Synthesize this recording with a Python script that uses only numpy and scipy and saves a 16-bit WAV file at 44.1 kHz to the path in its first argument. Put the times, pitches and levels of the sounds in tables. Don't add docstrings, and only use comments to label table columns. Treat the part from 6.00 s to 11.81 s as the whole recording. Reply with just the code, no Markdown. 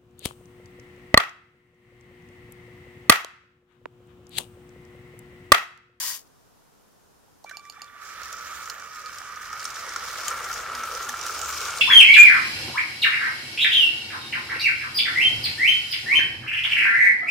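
import sys
import numpy as np
from scipy import signal
from scipy.io import wavfile
from scipy.ndimage import map_coordinates

SR = 44100
rng = np.random.default_rng(int(sys.argv[2]) if len(sys.argv) > 2 else 0)


def volts_from_db(level):
    exponent = np.asarray(level, float) / 20
    return 10 ** exponent


def transcribe(u):
    v = np.clip(np.atleast_2d(u).T, -1, 1)
    q = np.round(v * 32767).astype(np.int16)
    wavfile.write(sys.argv[1], SR, q)


N = 256220


def rms_one(x):
    return x / np.sqrt(np.mean(x ** 2) + 1e-20)


def in_time(rows):
    s, *columns = np.transpose(rows)
    t = np.arange(N) / SR
    gate = np.interp(t, [s[0] - .004, s[0], s[-1], s[-1] + .02], [0, 1, 1, 0])
    return [np.interp(t, s, column) for column in columns] + [gate]


def at_hz(points, hz):
    points = np.array(points)
    return np.interp(np.log(hz), np.log(points[:, 0] + 1), points[:, 1])


def drift(rate):
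    r = np.exp(-80 * np.pi * rate / SR)
    slow = signal.lfilter([1], [1, -2 * r, r * r], rng.standard_normal(N // 40 + 2002))[2000:]
    return np.interp(np.arange(N) / 40, np.arange(len(slow)), rms_one(slow))


def resonate(x, hz, width_hz):
    r = np.exp(-np.pi * width_hz / SR)
    poles = [1, -2 * r * np.cos(2 * np.pi * hz / SR), r * r]
    return signal.lfilter([(1 - r * r) / 2, 0, (r * r - 1) / 2], poles, x)


def contacts(per_s, spread_db, fade_s, slide):
    sizes = volts_from_db(spread_db * np.minimum(rng.exponential(1, N), 4))
    sizes = sizes * (rng.random(N) < per_s / SR)
    bursts = signal.lfilter([1], [1, -np.exp(-1 / (fade_s * SR))], sizes + 1e-18)
    return rng.standard_normal((2, 2, N)) * (rms_one(bursts) + slide)


def coloured(noises, spectrum, likeness, patchy_db):
    low_hz, high_hz = spectrum[0][0], spectrum[-1][0]
    edges = low_hz * 2 ** np.arange(0, np.log2(high_hz / low_hz) + .3, 1 / 3)
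    out = 0
    for k, (low, high) in enumerate(zip(edges, edges[1:])):
        band = signal.butter(2, [low, high], "band", fs=SR, output="sos")
        mid, side = signal.sosfilt(band, noises[k % 2])
        hz = np.sqrt(low * high)
        alike = np.clip(at_hz(likeness, hz), -1, 1)
        gain = volts_from_db(at_hz(spectrum, hz) + patchy_db * drift(6.8)[:len(mid)])
        out = out + gain * (np.sqrt(1 + alike) * mid + np.sqrt(1 - alike) * side * [[1], [-1]])
    return rms_one(out)


def placed(pair, pan_db, lag_per_db):
    late = map_coordinates(pair[0], [np.arange(N) + lag_per_db * pan_db], order=3)
    return np.array([late * volts_from_db(pan_db / 2), pair[1] * volts_from_db(-pan_db / 2)])


# start in seconds, drumming level in dB, slack of the couplings in dB, left-right in dB.
TRAIN = [(1.46, -58, 2, -4.5), (1.53, -54, -2, -4.5), (1.6, -64, 7, -4), (1.7, -63, 7, -4.5),
         (1.76, -53, -1.5, -4.5), (1.92, -51.5, -4.5, -4), (2.026, -45, -2, -4.5), (2.22, -43, 1.5, -4),
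         (2.57, -40.5, 0, -3.5), (2.9, -45.5, 0.5, -3.5), (3.1, -41.5, -1.5, -3), (3.56, -40, -0.5, -2),
         (4.05, -37, 2, -2), (4.32, -34.5, 2, 0), (4.67, -34.5, -3, .5), (4.91, -35, -2.5, .5),
         (5.3, -34.5, 1.5, 0), (5.81, -33, 3, .5)]
# start in seconds, level in dB.
FRAME_SWELLS = [(2.0, 0), (2.25, 2), (2.55, -1), (2.8, 2), (3.0, -1), (3.15, 1.5), (3.4, -3.5), (3.6, -1),
                (3.8, 1)]
# frequency in Hz, level in dB per Hz.
BODY = [(590, -60), (1000, -41), (1090, -29), (1150, -7.5), (1310, 3), (2030, -12), (2280, -1), (3000, -34),
        (3900, -52), (6600, -120)]
FRAME = [(180, -37), (300, -10.5), (494, 2.5), (690, -1), (795, -1), (1050, -1), (1360, -30), (2310, -120)]
RATTLE = [(1530, -7), (2600, -14.5), (2850, -6), (4730, -6.5), (5460, -1.5), (6910, -4.5), (7800, -10),
          (8540, -9), (10600, -18), (13400, -9), (15900, -36)]
RUMBLE = [(12, -41), (20, -8.5), (69, 0), (167, -8.5), (199, -15.5), (238, -2.5), (277, -12.5), (330, -9.5),
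          (430, -40), (730, -120)]
# frequency in Hz, width in Hz, level in dB.
BODY_MODES = [(1215, 45, -2), (1270, 42, 0), (1335, 45, 0), (1400, 45, -1), (1470, 55, -4), (1545, 55, -7),
              (1740, 60, -11), (1900, 60, -10), (2190, 110, -9)]
# frequency in Hz, correlation from -1 to 1.
LIKENESS = [(40, 0.61), (100, 0.86), (300, 0.87), (1200, 0.74), (3000, 0.06), (7000, 0.33), (15000, 0.2)]
ROOF_PASSES_S = [3.3, 3.9, 4.4, 4.7]
GETS_GOING_S = [1.85, 2.18]


def train():
    t = np.arange(N) / SR
    body_db, slack_db, pan_db, on = in_time(TRAIN)
    swing_db = body_db + 40
    standing = np.interp(t, GETS_GOING_S, [1, 0])
    frame_db = -53.5 + 1.33 * swing_db - 2 * standing + in_time(FRAME_SWELLS)[0]
    rattle_db = -44 + swing_db - 2.5 * standing + slack_db
    rumble_db = -61 + .92 * swing_db - 14 * standing

    teeth = contacts(520 * volts_from_db(.8 * drift(9)), spread_db=.5, fade_s=.0009, slide=1.5)
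    shells = sum(volts_from_db(db + 3.3 * drift(2.5)) * resonate(teeth[0, 0], hz, width_hz)
                 for hz, width_hz, db in BODY_MODES)
    body = coloured(teeth, BODY, LIKENESS, patchy_db=.6) + volts_from_db(1.0) * rms_one(shells)
    body = signal.sosfilt(signal.butter(4, 1080, "high", fs=SR, output="sos"), body)
    covered = np.interp(t, [2.8, 4.6, 5.3], [.15, -.15, -.55])
    body = body + covered * resonate(body, 1810, 600)
    roof = np.interp(t, ROOF_PASSES_S, [.055, .73, .62, 0])
    body = body + roof * resonate(body, 2170, 110)

    scrape = rng.standard_normal((2, 2, N)) + .42 * teeth
    frame = coloured(scrape, FRAME, LIKENESS, patchy_db=2.5)
    loose = contacts(260 * volts_from_db(2.5 * drift(12)), spread_db=1.2, fade_s=.0012, slide=2.4)
    rattle = coloured(loose * volts_from_db(1.6 * drift(7)), RATTLE, LIKENESS, patchy_db=2.0)
    axles = contacts(90, spread_db=2.5, fade_s=.002, slide=.2)[0]
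    rattle = rattle + .25 * rms_one(resonate(axles, 5800, 1000))
    rumble = coloured(rng.standard_normal((2, 2, N)), RUMBLE, LIKENESS, patchy_db=1.5)

    lean_db = np.array([[.5], [-.5]])
    sound = volts_from_db(body_db - 2.4 - lean_db) * body + volts_from_db(frame_db) * frame
    sound = sound + volts_from_db(rattle_db + lean_db) * rattle + volts_from_db(rumble_db - 3 * lean_db) * rumble
    return placed(on * sound + mesh(), pan_db, lag_per_db=.75) + whine(swing_db, pan_db, on)


# start in seconds, length in seconds, first and second partial in dB.
STRAINS = [
    (1.458, .045, -54, -45),
    (1.526, 0.048, -48, -45),
    (1.575, .045, -47, -51),
    (1.61, .115, -48, -54),
    (1.755, .028, -48.5, -54),
    (1.787, .09, -47, -57),
    (1.87, .3, -47.5, -70),
]
WHINE_IDLE_DB = [-57, -68, -69]
WHINE_ROLL_DB = [-47, -55, -67]


def whine(swing_db, pan_db, on):
    pulse_hz = 1168.6
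    t = np.arange(N) / SR
    rolling = np.interp(t, [1.8, 2.4], [.15, 1])
    speed = np.interp(t, GETS_GOING_S, [0, 1])
    gains = [volts_from_db((1 - speed) * idle_db + speed * (roll_db + .3 * swing_db))
             for idle_db, roll_db in zip(WHINE_IDLE_DB, WHINE_ROLL_DB)]
    for s, length_s, *jerk_db in STRAINS:
        swell = np.sin(np.pi * np.clip((t - s) / length_s, 0, 1))
        gains[:2] = [np.maximum(gain, volts_from_db(db) * swell) for gain, db in zip(gains, jerk_db)]
    turn = 2 * np.pi * pulse_hz * t
    sway = .55 * rolling * drift(9)
    tone = 0
    for k, gain in enumerate(gains):
        flutter_db = 3.0 + rolling * (2.5 * drift(7) - 4.5) + 1.5 * k * drift(20)
        phase = (k + 1) * (turn + sway / 2) + sway / 2 + k
        tone = tone + gain * volts_from_db(flutter_db) * np.sin(phase)
    return placed([on * tone] * 2, pan_db, lag_per_db=.6)


# start in seconds, frequency in Hz, level in dB.
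MESH = [(2.0, 1280, -58), (2.22, 1300, -46), (2.45, 1302, -44), (2.68, 1298, -45), (2.78, 1250, -52),
        (2.93, 1262, -46), (3.25, 1252, -47), (3.6, 1262, -44.5), (4.0, 1300, -44), (4.3, 1335, -39),
        (4.42, 1400, -38), (4.48, 1345, -38), (4.56, 1395, -39), (4.66, 1335, -40), (4.74, 1290, -41),
        (4.88, 1345, -39), (5.3, 1350, -40.5), (5.81, 1358, -44)]
# start in seconds, length in seconds, frequency in Hz, level in dB.
HUMS = [
    (2.2, .12, 68, -57),
    (4.25, .14, 72, -54),
    (4.26, .13, 975, -47),
    (4.25, .11, 1215, -36),
    (4.4, .3, 46, -54),
    (4.70, 0.18, 240, -53),
    (5.06, .11, 245, -53),
    (5.25, .45, 72, -52),
]


def mesh():
    t = np.arange(N) / SR
    mesh_hz, level_db, on = in_time(MESH)
    rough = np.interp(t, [2.7, 3.0], [.4, 1])
    phase = 2 * np.pi * np.cumsum(mesh_hz + 8 * rough * drift(18)) / SR
    note = np.sin(phase) * on * volts_from_db(level_db + 2.5 + rough * (4 * drift(22) - 1.5))
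    for s, length_s, hum_hz, db in HUMS:
        swell = np.sin(np.pi * np.clip((t - s) / length_s, 0, 1))
        note = note + volts_from_db(db) * swell * np.sin(2 * np.pi * hum_hz * t)
    return note


def hit(s, ring_hz, breadth, t60_s, noisy, rise_s=.0006):
    t = np.arange(1024) / SR
    shape = volts_from_db(-60 * t / t60_s) * (1 - np.exp(-t / rise_s)) ** 2
    shape = shape * np.cos(np.pi * t * SR / 2048)
    band = resonate(rng.standard_normal((3, 1024)), ring_hz, breadth * ring_hz)
    shared, left, right = resonate(band, ring_hz, breadth * ring_hz)
    rough = rms_one(shared + .5 * np.array([left, right]))
    wave = shape * (np.sin(2 * np.pi * ring_hz * t) + noisy * rough)
    start = round(s * SR)
    return slice(start, start + 1024), (wave / np.abs(wave).max())[:, :N - start]


# start in seconds, peak in dB, ring in Hz, left-right in dB.
JOINTS = [(1.4408, -37, 4440, -2.5), (1.4935, -34.5, 3550, -7), (1.6506, -44.5, 5800, -4),
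          (2.2315, -29.5, 5460, -.5), (2.3264, -26, 6600, -2), (2.6975, -20, 4930, -3.5),
          (3.183, -26, 5360, 2), (3.6421, -26, 8700, -1), (4.2803, -11, 6900, 3), (4.3021, -23, 8300, 3),
          (4.5281, -20, 5900, 1), (4.7495, -22, 4700, -2), (4.8347, -26, 6040, -1), (5.0912, -17, 6300, 1),
          (5.2643, -18.5, 6150, -2)]
COUPLINGS = [(1.5097, -38, 5900, -4.5), (2.6556, -30, 6050, 5), (2.6844, -37, 6690, -4),
             (2.797, -32.5, 5540, 0), (3.1323, -32, 5510, -3), (3.358, -33, 5530, -2.5),
             (3.5283, -29, 5360, 1), (3.5945, -28, 5300, 0), (3.6012, -26.5, 4860, -4.5),
             (3.652, -17, 5450, -1.5), (3.7025, -27.5, 5470, -2.5), (3.76, -27, 3770, -.5),
             (3.8906, -26.5, 5790, -1), (3.9603, -21, 5500, -1.5), (4.0841, -29, 3760, -1),
             (4.4418, -25.5, 5550, -4), (4.5136, -28, 5950, 0), (4.5388, -24, 6300, -2),
             (5.087, -24, 7500, 0), (4.949, -24.5, 5530, -11), (5.025, -23, 6300, -2),
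             (5.0457, -27, 6560, -7), (5.2115, -22, 5660, -10), (5.2274, -27, 5800, -.5),
             (5.3901, -23, 7000, -1.5), (5.4144, -19, 7600, -8), (5.5266, -21.5, 5460, -3),
             (5.554, -25, 5700, -.5), (5.6494, -23.5, 5800, -4), (5.7054, -24, 6430, 6),
             (5.783, -21, 4640, -2)]
TICKS = [(2.5361, -34, 5400, -3.5), (2.9307, -37, 5390, -3.5), (3.458, -33, 4410, -2.5),
         (3.7419, -27, 5900, -2.0), (3.8631, -30, 6260, -1.5), (4.2044, -28, 5390, -1.0),
         (4.2517, -27, 5910, 4.5), (4.3134, -27, 5360, 1.0), (4.4504, -25, 7400, -0.5),
         (4.5554, -26, 5420, -0.5), (4.5774, -25, 5370, -0.5), (4.792, -30, 6560, -0.5),
         (4.9187, -27, 5850, -1.0), (5.1178, -28, 5710, -0.5), (5.1412, -29, 5640, 0.0),
         (5.1911, -23, 5360, -2.0), (5.2354, -26, 5810, 1.5), (5.3114, -28, 5630, -0.5),
         (5.3244, -25, 6220, -1.5), (5.3604, -25, 5080, 0.0), (5.3804, -24, 7200, 0.0),
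         (5.4695, -26, 6190, 0.5), (5.5794, -24, 5660, 0.0)]


def clacks():
    out = np.zeros((2, N))
    quieter_ticks = np.add(TICKS, [0, -3, 0, 0])
    kinds = [(JOINTS, -16, -14), (COUPLINGS, -15, -25), (quieter_ticks, -16, -24)]
    for rows, upper_db, top_db in kinds:
        for s, db, hz, pan_db in rows:
            sides = volts_from_db(db + np.array([[pan_db], [-pan_db]]) / 2)
            parts = [(hz, .3, -3), (6000, .6, -5), (3000, .6, -12.5),
                     (8700, .2, upper_db), (12800, .6, top_db)]
            for ring_hz, breadth, part_db in parts:
                where, wave = hit(s, ring_hz, breadth, t60_s=.016, noisy=2.2, rise_s=.0012)
                out[:, where] += sides * volts_from_db(part_db) * wave
    return out


# start in seconds, peak in dB, ring in Hz.
KNOCKS = [(1.495, -36.5, 1780), (1.5112, -30, 1540), (1.6516, -42, 1940), (1.732, -47, 1410),
          (1.7412, -41, 1350), (1.7667, -41, 1270), (1.8083, -39, 1860), (1.879, -47, 3480),
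          (2.216, -34, 1390), (2.7018, -27, 1400), (3.529, -25, 1320), (3.653, -26, 1250),
          (3.767, -25, 1430), (3.9606, -19.5, 1400), (4.2696, -31, 1255), (4.31, -20, 1315),
          (4.327, -27, 1370), (4.7503, -31, 1360), (4.8365, -22, 1280), (4.913, -27, 1265),
          (5.007, -24, 1310), (5.093, -23.5, 1760), (5.14, -20.5, 1285), (5.2647, -28, 1360),
          (5.2928, -22, 1340), (5.488, -25, 1280)]
THUDS = [
    (1.282, -54, 820),
    (1.445, -32, 760),
    (1.51, -48, 635),
    (1.78, -46, 820),
    (1.949, -52, 730),
    (2.693, -52, 910),
    (4.749, -46, 850),
    (5.095, -33, 895),
    (5.192, -40, 700),
]
BUMPS = [(2.1994, -30, 1300), (2.3406, -30, 1330), (2.3795, -29, 1380), (2.397, -31, 1300),
         (2.4224, -31, 1440), (2.5835, -30, 1310), (2.6264, -30, 1300), (2.6748, -29, 1300),
         (2.7377, -32, 1370), (2.7975, -31, 1440), (2.9831, -31, 1380), (3.0395, -30, 1250),
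         (3.2964, -29, 1180), (3.3238, -30, 1270), (3.3722, -30, 1180), (3.4042, -30, 1500),
         (3.464, -29, 1170), (3.5069, -26, 1260), (3.5743, -32, 1410), (3.5932, -28, 1270),
         (3.675, -29, 1280), (3.7379, -30, 1360), (3.8911, -27, 1420), (3.93, -28, 1320),
         (4.0771, -24, 1270), (4.1195, -28, 1190), (4.1375, -28, 1340), (4.1574, -29, 1320),
         (4.1989, -25, 1360), (4.3789, -24, 1330), (4.4677, -28, 1310), (4.5181, -23, 1450),
         (4.559, -26, 1340), (4.6992, -23, 1390), (4.7164, -23, 1300), (4.776, -26, 1290),
         (4.802, -25, 1180), (4.8708, -26, 1340), (4.9766, -24, 1340), (5.0654, -27, 1350),
         (5.1741, -27, 1400), (5.1976, -25, 1250), (5.3637, -26, 1360), (5.4221, -27, 1350),
         (5.4625, -27, 1360), (5.5059, -24, 1350), (5.6121, -27, 1380), (5.6291, -26, 1370),
         (5.6555, -26, 1180), (5.695, -23, 1450), (5.7244, -27, 1370)]
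CHATTER = [(1.8493, -41, 1270), (1.8802, -41, 1380), (1.8942, -38, 1360), (1.9426, -44, 1260),
           (1.9476, -39, 1350), (1.962, -38, 1460), (1.969, -38, 1260), (1.997, -37, 1400),
           (2.0438, -36, 1440), (2.0623, -36, 1260), (2.0877, -35, 1850), (2.1052, -33, 1420),
           (2.1316, -35, 1490), (2.1491, -34, 1420), (2.194, -30, 1310)]


def knocks():
    out = np.zeros((2, N))
    for rows, offset_db in [(KNOCKS, 0), (THUDS, 0), (BUMPS, -5), (CHATTER, -8)]:
        for s, db, hz in rows:
            where, wave = hit(s, hz, breadth=.45, t60_s=.026, noisy=.4)
            out[:, where] += volts_from_db(db + offset_db + 1.0 + np.array([[-1.5], [1.5]])) * wave
    return out


# start in seconds, peak in dB, low note in dB.
SNAPS = [
    (1.568, -25.5, -15),
    (1.6964, -26, -20),
    (1.8166, -25.5, -18.5),
    (3.058, -27.5, -33),
    (3.6275, -28, -19),
]
# frequency in Hz, level in dB, t60 in seconds.
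SNAP_MODES = [(4560, -3, 0.0076), (4920, -6, 0.0071), (6820, -10, 0.0088), (2810, -15, 0.01),
              (8730, -18, 0.011), (10200, -35, 0.0063), (11800, -21.5, .010), (14000, -26, .008),
              (9500, -16, .002)]
# delay in seconds, level in dB.
SNAP_ECHOES = [
    (0.0132, -27),
    (0.0268, -14),
]


def snaps():
    out = np.zeros((2, N))
    for s, db, low_db in SNAPS:
        for delay_s, echo_db in [(.0017, 0)] + SNAP_ECHOES:
            for hz, mode_db, t60_s in SNAP_MODES + [(780, low_db, .013)]:
                where, wave = hit(s + delay_s, hz, breadth=.16, t60_s=t60_s, noisy=.2)
                out[:, where] += volts_from_db(db + echo_db + mode_db + np.array([[-2.5], [2.5]])) * wave
    return out


# start in seconds, level in dB, tooth
FIRST_MOTOR = [(0.0, -27.5, 1500), (0.094, -27.5, 1750), (0.162, -35.5, 1800), (0.252, -70, 2000),
               (0.27, -63, 2800)]
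# frequency in Hz, level in dB per Hz.
FIRST_MOTOR_COLOUR = [(240, -93), (400, -41), (718, -14), (918, -31), (1010, -5), (1270, -17), (1860, -7),
                      (2650, -12.5), (2910, -4.5), (4340, -8.5), (4760, -1), (7670, -4.5), (15800, -6)]
# frequency in Hz, width in Hz, level in dB.
FIRST_MOTOR_MODES = [(1880, 53, -2), (1010, 60, -10), (2930, 60, -6), (4730, 58, 2), (5350, 52, 0),
                     (6690, 50, -1), (8100, 190.8, -15)]
# start in seconds, peak in dB.
LAST_TEETH = [
    (0.1934, -36),
    (0.2074, -42),
    (0.2164, -41),
    (0.2294, -46),
    (0.2564, -54),
]


def first_motor():
    level_db, per_s, on = in_time(FIRST_MOTOR)
    teeth = contacts(per_s, spread_db=1.2, fade_s=.0004, slide=1.8)[..., :SR // 2]
    gears = coloured(teeth, FIRST_MOTOR_COLOUR, LIKENESS, patchy_db=0.0)
    housing = sum(volts_from_db(db) * resonate(teeth[0], hz, width_hz) for hz, width_hz, db in FIRST_MOTOR_MODES)
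    thrum = volts_from_db(-33) * rms_one(resonate(teeth[1], 120, 110))
    motor = gears + thrum + volts_from_db(-8.5) * rms_one(housing)
    motor = np.pad(motor, [(0, 0), (0, N - SR // 2)])
    ticks = np.full(N, 1e-18)
    for s, db in LAST_TEETH:
        ticks[round(s * SR)] += volts_from_db(db + 8.0)
    ticks = resonate(ticks, 6890, 900) * 4.4 + resonate(ticks, 12500, 5000)
    sound = on * volts_from_db(level_db) * motor + ticks
    top = signal.sosfilt(signal.butter(1, 3500, "high", fs=SR, output="sos"), sound)
    return placed(sound + top * [[.3], [-.3]], np.full(N, .8), lag_per_db=3.0)


def echoes(x):
    t = np.arange(SR // 4) / SR
    t60_s = .065
    tail = rng.standard_normal((2, len(t))) * volts_from_db(-60 * t / t60_s) * (t > .004)
    return signal.fftconvolve(x, tail / np.sqrt(np.sum(tail ** 2) / 2), axes=1)[:, :N]


# frequency in Hz, level in dB per Hz.
ROOM = [(12, -39), (20, -4.5), (247, -4.5), (326, -8), (496, -3), (539, -8.5), (969, -9), (1050, -10.5),
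        (1430, -12.5), (2060, -21), (4500, -22), (5620, -20), (15800, -26.5)]
# frequency in Hz, correlation from -1 to 1.
ROOM_LIKENESS = [(60, -0.44), (380, -0.27), (2380, 0.18), (15000, -0.041)]


def room():
    return volts_from_db(-58.5) * coloured(rng.standard_normal((2, 2, N)), ROOM, ROOM_LIKENESS, patchy_db=.3)


def scene():
    hits = clacks() + snaps() + knocks()
    return train() + hits + first_motor() + volts_from_db(-9.0) * echoes(hits) + room()


def low_pass(x):
    return signal.sosfilt(signal.butter(12, 17000, fs=SR, output="sos"), x)


def record(dry):
    notched = dry - .8 * resonate(dry, 7880, 150)
    top_cut = signal.ellip(10, .5, 75, 15800, fs=SR, output="sos")
    return low_pass(signal.sosfilt(top_cut, notched))


dry = scene()
out = record(dry)
transcribe(out)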